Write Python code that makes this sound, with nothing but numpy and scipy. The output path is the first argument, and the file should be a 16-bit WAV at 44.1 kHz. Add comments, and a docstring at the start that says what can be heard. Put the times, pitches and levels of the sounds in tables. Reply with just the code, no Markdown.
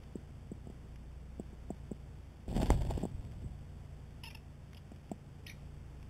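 """Starlings on a plastic tub

Close to the microphone, starlings peck at food on an upturned tub on a lawn, ringing the plastic.
They burst into flight, wings shoving air, and one lands again with a scuffle of feet. Short harsh calls
and a thin one follow, over faint hiss and the hum of far machinery. The small outdoor camera samples
at a low rate and holds each sample, which mirrors the sound into the treble."""
import sys
import numpy as np
from scipy import signal
from scipy.fft import rfft, irfft
from scipy.io import wavfile

SR = 44100
rng = np.random.default_rng(int(sys.argv[2]) if len(sys.argv) > 2 else 0)


def generate_wav(signal):
    """Clip the signal to [-1, 1] and save it as 16-bit WAV at the path in sys.argv[1]."""
    frames = np.transpose(np.atleast_2d(signal))
    scaled = np.clip(frames, -1, 1) * 32767
    pcm = np.round(scaled).astype(np.int16)
    wavfile.write(sys.argv[1], SR, pcm)


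N = 268965
TIME = np.arange(N) / SR

# beaks and feet on the tub: start_s, peak_db, brightness_hz, rim_db (top mode's lift near the rim)
KNOCKS = [(0.1546, -28.5, 487, -10), (0.5159, -31.5, 520, 1.5), (0.6702, -38, 650, -1),
          (0.6991, -39, 650, 2), (1.3967, -29.5, 600, -1.5), (1.529, -42, 500, 0), (1.7035, -27, 640, -0.5),
          (1.9098, -46, 820, 3), (1.9144, -28.5, 590, -4), (2.4803, -34.5, 650, 2.5),
          (2.527, -35.5, 840, -8), (2.565, -28.5, 900, -7), (2.5989, -31, 970, 0), (2.6295, -23, 810, 0),
          (2.8095, -40.5, 940, 9), (2.9095, -28, 995, 8.5), (2.977, -27, 756, -7), (3.030, -34.5, 860, 13),
          (3.0345, -25.5, 637, -1), (3.0525, -26, 840, -9), (3.44, -39, 328, 2), (4.917, -40, 550, 5),
          (5.115, -28, 696, 3.5)]
# resonances of the tub and of the wing quills: pitch_hz, level_db, t60_s
TUB_MODES = [(201, 5, 0.037), (282, -5.5, 0.022), (357, -10.5, 0.03), (680, 0.5, 0.017)]
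QUILL_MODES = [(820, -10, .015), (2120, -19, .011), (3600, -23, .005)]
# crumbs and dry grass crackling: start_s, level_db, pitch_hz
CRACKLES = [(0.0353, -56, 2570), (0.9587, -53.5, 2030), (2.724, -44, 1670), (3.1154, -61, 1680),
            (3.25, -58, 2660), (3.3194, -57.5, 2420), (4.1076, -60, 2470), (4.7321, -50.5, 1940),
            (4.747, -51, 2900), (4.9167, -56, 1560), (4.9611, -59, 2420), (5.0948, -58, 1930),
            (5.1153, -55, 2380), (6.0277, -55.5, 2090)]
# wing strokes of two birds: time_s, push_db, swish_db
WING_STROKES = [(2.488, -35, -65), (2.551, -33, -32.5), (2.606, -46, -33), (2.646, -40, -36.5),
                (2.7, -26, -36.5), (2.716, -20.5, -57), (2.761, -26, -54), (2.798, -46, -43),
                (2.819, -29, -51), (2.892, -29.5, -41.5), (2.96, -32, -44), (3.15, -34.5, -69),
                (3.199, -33.5, -60)]
# flapping (wings open, take-off, landing, balancing, folding): start_s, length_s, air_db, rustle_db
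FLAP_BOUTS = [(2.473, 0.11, -38.5, -48), (2.546, 0.19, -34.5, -42.5), (2.834, 0.18, -39, -47.5),
              (3.156, 0.18, -47.5, -59.5), (3.396, 0.024, -42, -62)]
# a wing tip slaps: start_s, level_db
WING_SLAP = (2.7036, -12)
# notes of the harsh calls: start_s, length_s, start_hz, middle_hz, end_hz, level_db, roughness (0-1)
HARSH_NOTES = [(4.2355, 0.012, 863, 990, 860, -41, 0.25), (4.251, .018, 967, 894, 900, -49.5, 0.55),
               (4.269, 0.019, 938, 923, 865, -46.5, 0), (4.289, 0.013, 850, 900, 920, -58, 0.5),
               (4.304, .013, 815, 792, 780, -50.5, 0.73), (4.321, 0.015, 810, 800, 810, -63, 0.33),
               (4.348, 0.0076, 954, 900, 863, -44, .2), (4.371, .008, 897, 865, 875, -58, .2),
               (4.768, .014, 982, 965, 940, -56, 0.72)]
# notes of the thin call, overlapping as both sides of the syrinx sound: same columns
THIN_NOTES = [(5.4655, 0.0072, 1090, 1450, 1780, -42, .05), (5.471, .025, 958, 947, 904, -53.5, .1),
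              (5.479, .007, 1160, 1160, 1160, -51, .9), (5.497, 0.0066, 1030, 1196, 1130, -42, 0.15),
              (5.499, 0.0345, 930, 968, 950, -64, 0.33), (5.509, 0.013, 925, 1170, 1080, -50.5, 0.16)]
# harmonics 1-4 through an open and a narrow beak: level_db each
OPEN_BEAK_DB = (-9, -15, -0.5, -9.5)
NARROW_BEAK_DB = (-43, 1, -30, 6)
# spectra of stirred air, feathers, hoarse voice, far rumble and hiss: frequency_hz, relative_db
AIR_SPECTRUM = [(20, -20), (40, 2.5), (80, -0.5), (130, -0.5), (220, -13.5), (350, -24.5), (700, -68),
                (1500, -68)]
FEATHER_SPECTRUM = [(80, -31), (200, 10.5), (450, -0.5), (700, 1), (950, -4.5), (1200, -21.5),
                    (1700, -14.5), (2300, -20), (2900, -13), (3900, -11.5)]
RASP_SPECTRUM = [(1500, -35), (2100, -14), (2700, 4), (3200, 9), (3900, -4), (6000, -25)]
GARDEN_SPECTRUM = [(20, 1), (45, 0.5), (100, 5.5), (190, 2), (250, -4), (330, -6.5), (500, -10.5),
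                   (780, -13), (1150, -19), (1600, -20.5), (2600, -22.5), (3900, -23)]
# tones of the far machinery: pitch_hz, level_db
HUM_TONES = [(29.9, -62), (59.8, -55), (85.5, -57.5), (120, -65.5), (141.5, -59), (239, -70.5),
             (420, -83.5), (479, -81.5)]
# contours whose rise and fall the hum partly follows: time_s, deep_db, upper_db
HUM_SWELLS = [(0.0, -57.5, -61), (0.51, -60, -55.5), (1.22, -51.5, -65.5), (2.1, -57, -57),
              (2.4, -60, -67), (3.6, -54.5, -58), (4.48, -60, -59), (5.28, -65.5, -64),
              (5.76, -55.5, -54.5), (6.1, -54.5, -59.5)]


def from_db(db):
    """Decibels to amplitude."""
    return 10 ** (np.asarray(db) / 20)


def rms_one(x):
    """Scale to rms 1."""
    return x / np.sqrt(np.mean(x ** 2) + 1e-20)


def peak_one(x):
    """Scale to peak 1."""
    return x / (np.abs(x).max() + 1e-20)


def cut(x, hz, kind, order=2):
    """Butterworth filter."""
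    return signal.sosfilt(signal.butter(order, hz, kind, fs=SR, output="sos"), x)


def noise(spectrum):
    """Noise of a given colour, rms 1."""
    hz, db = np.transpose(spectrum)
    bins_hz = np.maximum(np.arange(N // 2 + 1) * SR / N, 1)
    gain = from_db(np.interp(np.log(bins_hz), np.log(hz), db))
    coloured = irfft(rfft(rng.standard_normal(N)) * gain, N)
    return rms_one(cut(coloured, 24.0, "high"))


def drift(rate_hz):
    """A random wander, rms 1."""
    knots = rng.standard_normal(8000)
    return rms_one(np.interp(TIME * rate_hz, np.arange(len(knots)), knots))


def add(out, start_s, sound):
    """Mix a short sound in at a time."""
    at = int(round(start_s * SR))
    out[at:at + len(sound)] += sound[:N - at]


def tub_knocks(scatter_db=3.5):
    """A blow rings the damped plastic; a softer contact reaches fewer of its modes."""
    out, t = np.zeros(N), TIME[:SR // 8]
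    for start_s, peak_db, brightness_hz, rim_db in KNOCKS:
        lifts_db = rng.normal(0, scatter_db, len(TUB_MODES))
        lifts_db[-1] += rim_db
        ring = sum(from_db(db + lift - 60 * t / t60) * np.cos(2 * np.pi * hz * t)
                   for (hz, db, t60), lift in zip(TUB_MODES, lifts_db))
        knock = cut(cut(ring, 161, "high"), brightness_hz, "low", order=6)
        add(out, start_s, from_db(peak_db) * peak_one(knock))
    return out


def bout(start_s, length_s, fade_db_per_s, attack_s=0.018):
    """Envelope of a bout of flapping: rise quickly, hold, then die away."""
    rise = np.clip((TIME - start_s) / attack_s, 0, 1)
    return rise * from_db(-fade_db_per_s * np.maximum(TIME - start_s - length_s, 0))


def feather_flicks(per_s=360, spread_db=6.5):
    """Feather edges snap past each other in bright clicks of uneven size, rms 1."""
    sizes = from_db(spread_db * np.minimum(rng.exponential(1, N), 3)) * rng.choice([-1, 1], N)
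    clicks = sizes * (rng.random(N) < per_s / SR)
    return rms_one(cut(clicks, 1300, "high"))


def wings(push_s=0.0034, swish_lag_s=0.019, swish_s=0.02, grain_db=3.0):
    """Each stroke shoves air at the microphone, then feathers swish; eddies and rustle linger."""
    air_power, feather_power, pushes = np.zeros((3, N))
    for start_s, length_s, air_db, rustle_db in FLAP_BOUTS:
        air_power += (from_db(air_db) * bout(start_s, length_s, fade_db_per_s=75)) ** 2
        feather_power += (from_db(rustle_db) * bout(start_s, length_s, fade_db_per_s=103)) ** 2
    t = TIME[:SR // 8] - 1 / 16   # centred on the stroke
    push = -t / push_s * np.exp((1 - (t / push_s) ** 2) / 2)   # pressure, then suction
    swish = np.exp(-(2 * t / swish_s) ** 2)
    for time_s, push_db, swish_db in WING_STROKES:
        add(pushes, time_s + t[0], from_db(push_db) * push)
        add(feather_power, time_s + swish_lag_s + t[0], from_db(swish_db) ** 2 * swish)
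    rustle = rms_one(noise(FEATHER_SPECTRUM) * from_db(grain_db * drift(350)))
    feathers = rustle + from_db(-12) * feather_flicks()
    return pushes + np.sqrt(air_power) * noise(AIR_SPECTRUM) + np.sqrt(feather_power) * feathers


def wing_slap(push_s=0.0021, suction_s=0.00085, crack_db=-14.5, crack_t60_s=0.0061):
    """A wing tip slaps: sharp pressure, then suction, with a crack and a knock of the stiff quills."""
    start_s, level_db = WING_SLAP
    out, t = np.zeros(N), TIME[:SR // 32]
    pulse = np.exp(-t / push_s) - push_s * t * np.exp(-t / suction_s) / suction_s ** 2
    quills = sum(from_db(db - 60 * t / t60) * np.sin(2 * np.pi * hz * t) for hz, db, t60 in QUILL_MODES)
    thump = peak_one(cut(pulse, 1000, "low", order=4) + quills)
    burst = rng.standard_normal(len(t)) * from_db(-60 * t / crack_t60_s)
    burst[0] = 10   # the opening click
    crack = from_db(crack_db) * cut(burst, 1200, "high", order=1)
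    add(out, start_s, from_db(level_db) * (thump + crack))
    return out


def starling_call(notes, harmonics_db, rasp_db, attack_s=0.00403, release_s=0.007):
    """Reedy arcs of pitch; rough notes tremble, stress every other cycle and turn hoarse."""
    out, tremble, flutter, hoarse = np.zeros(N), drift(700), drift(640), noise(RASP_SPECTRUM)
    for start_s, length_s, start_hz, middle_hz, end_hz, level_db, roughness in notes:
        swell = np.minimum((TIME - start_s) / attack_s, (start_s + length_s - TIME) / release_s) + .5
        on = swell > 0
        progress = np.clip((TIME[on] - start_s) / length_s, -.15, 1.15)
        arc = np.polyfit([0, .5, 1], [start_hz, middle_hz, end_hz], 2)
        pitch_hz = np.polyval(arc, progress) * (1 + .04 * roughness * tremble[on])
        phase = 2 * np.pi * np.cumsum(pitch_hz) / SR
        tone = sum(from_db(db) * np.sin(k * phase) for k, db in enumerate(harmonics_db, 1))
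        subharmonic = np.cos(phase / 2)
        uneven = 1 + roughness * (.9 * subharmonic + .4 * flutter[on])
        rasp = from_db(rasp_db) * roughness * hoarse[on] * (1 + subharmonic)
        voice = tone * uneven * (1 - roughness / 2) + rasp
        out[on] += from_db(level_db) * np.minimum(swell[on], 1) * voice
    return out


def yard_echo(x, bounce_db=-16.0, bounce_s=0.0045, scatter_db=-12.0, t60_s=0.25):
    """The direct sound, a quick bounce off the tub, then faint scatter from lawn and shed wall."""
    t = TIME[:SR // 3]
    bounce = np.interp(TIME - bounce_s, TIME, x)
    tail = rng.standard_normal(len(t)) * from_db(-60 * t / t60_s)
    scatter = signal.fftconvolve(x, tail / np.linalg.norm(tail))[:N]
    return x + from_db(bounce_db) * bounce + from_db(scatter_db) * scatter


def crackles(band_ratio=1.39, crumble_db=-6.0, t60_s=0.02, gain_db=6.0):
    """Crumbs and dry grass snap with one click, then crumble briefly around their own pitch."""
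    out, t = np.zeros(N), TIME[:SR // 16]
    for start_s, level_db, pitch_hz in CRACKLES:
        burst = rng.standard_normal(len(t)) * from_db(crumble_db - 60 * t / t60_s)
        burst[0] = 2   # the snap
        crackle = cut(burst, [pitch_hz / band_ratio, pitch_hz * band_ratio], "band", order=1)
        add(out, start_s, from_db(level_db + gain_db) * peak_one(crackle))
    return out


def far_machinery(split_hz=75, waver_db=1.0, wander_hz=0.712, deep_follow=0.82, upper_follow=0.35):
    """A distant hum whose deep and upper tones swell separately, each wavering a little."""
    times_s, *contours_db = np.transpose(HUM_SWELLS)
    deep, upper = (np.interp(TIME, times_s, contour) for contour in contours_db)
    deep_swell_db = deep_follow * (deep - deep.mean())
    upper_swell_db = upper_follow * (upper - upper.mean())
    hum = np.zeros(N)
    for pitch_hz, level_db in HUM_TONES:
        swell_db = deep_swell_db if pitch_hz < split_hz else upper_swell_db
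        phase = 2 * np.pi * np.cumsum(pitch_hz + wander_hz * drift(5)) / SR
        hum += np.sqrt(2) * from_db(level_db + swell_db + waver_db * drift(2.99)) * np.sin(phase)
    return hum


def garden_air(level_db=-55.0, waver_db=0.5):
    """Far rumble and even hiss behind the birds."""
    return from_db(level_db + waver_db * drift(4.0)) * noise(GARDEN_SPECTRUM)


def scene():
    """Birds and tub close by, garden and machinery beyond, all at one microphone."""
    harsh = starling_call(HARSH_NOTES, OPEN_BEAK_DB, rasp_db=-3.0)
    thin = starling_call(THIN_NOTES, NARROW_BEAK_DB, rasp_db=-5.0)
    background = far_machinery() + garden_air()
    birds = tub_knocks() + crackles() + wings() + wing_slap() + yard_echo(harsh + thin)
    return (birds + background)[None]


def record(dry, band_hz=3850, camera_rate_hz=8000, hold=8, cutoff_hz=15600):
    """The camera keeps a narrow band and holds each sample; the steps mirror that band upward."""
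    narrow = signal.sosfiltfilt(signal.butter(12, band_hz, fs=SR, output="sos"), dry)
    samples = signal.resample_poly(narrow, camera_rate_hz, SR, axis=1)
    steps = np.repeat(samples, hold, axis=1)
    held = signal.resample_poly(steps, SR, hold * camera_rate_hz, axis=1)[:, :N]
    softened = cut(held, 12400, "low", order=1)
    return signal.sosfilt(signal.ellip(10, .2, 80, cutoff_hz, fs=SR, output="sos"), softened)


dry = scene()
out = record(dry)
generate_wav(out)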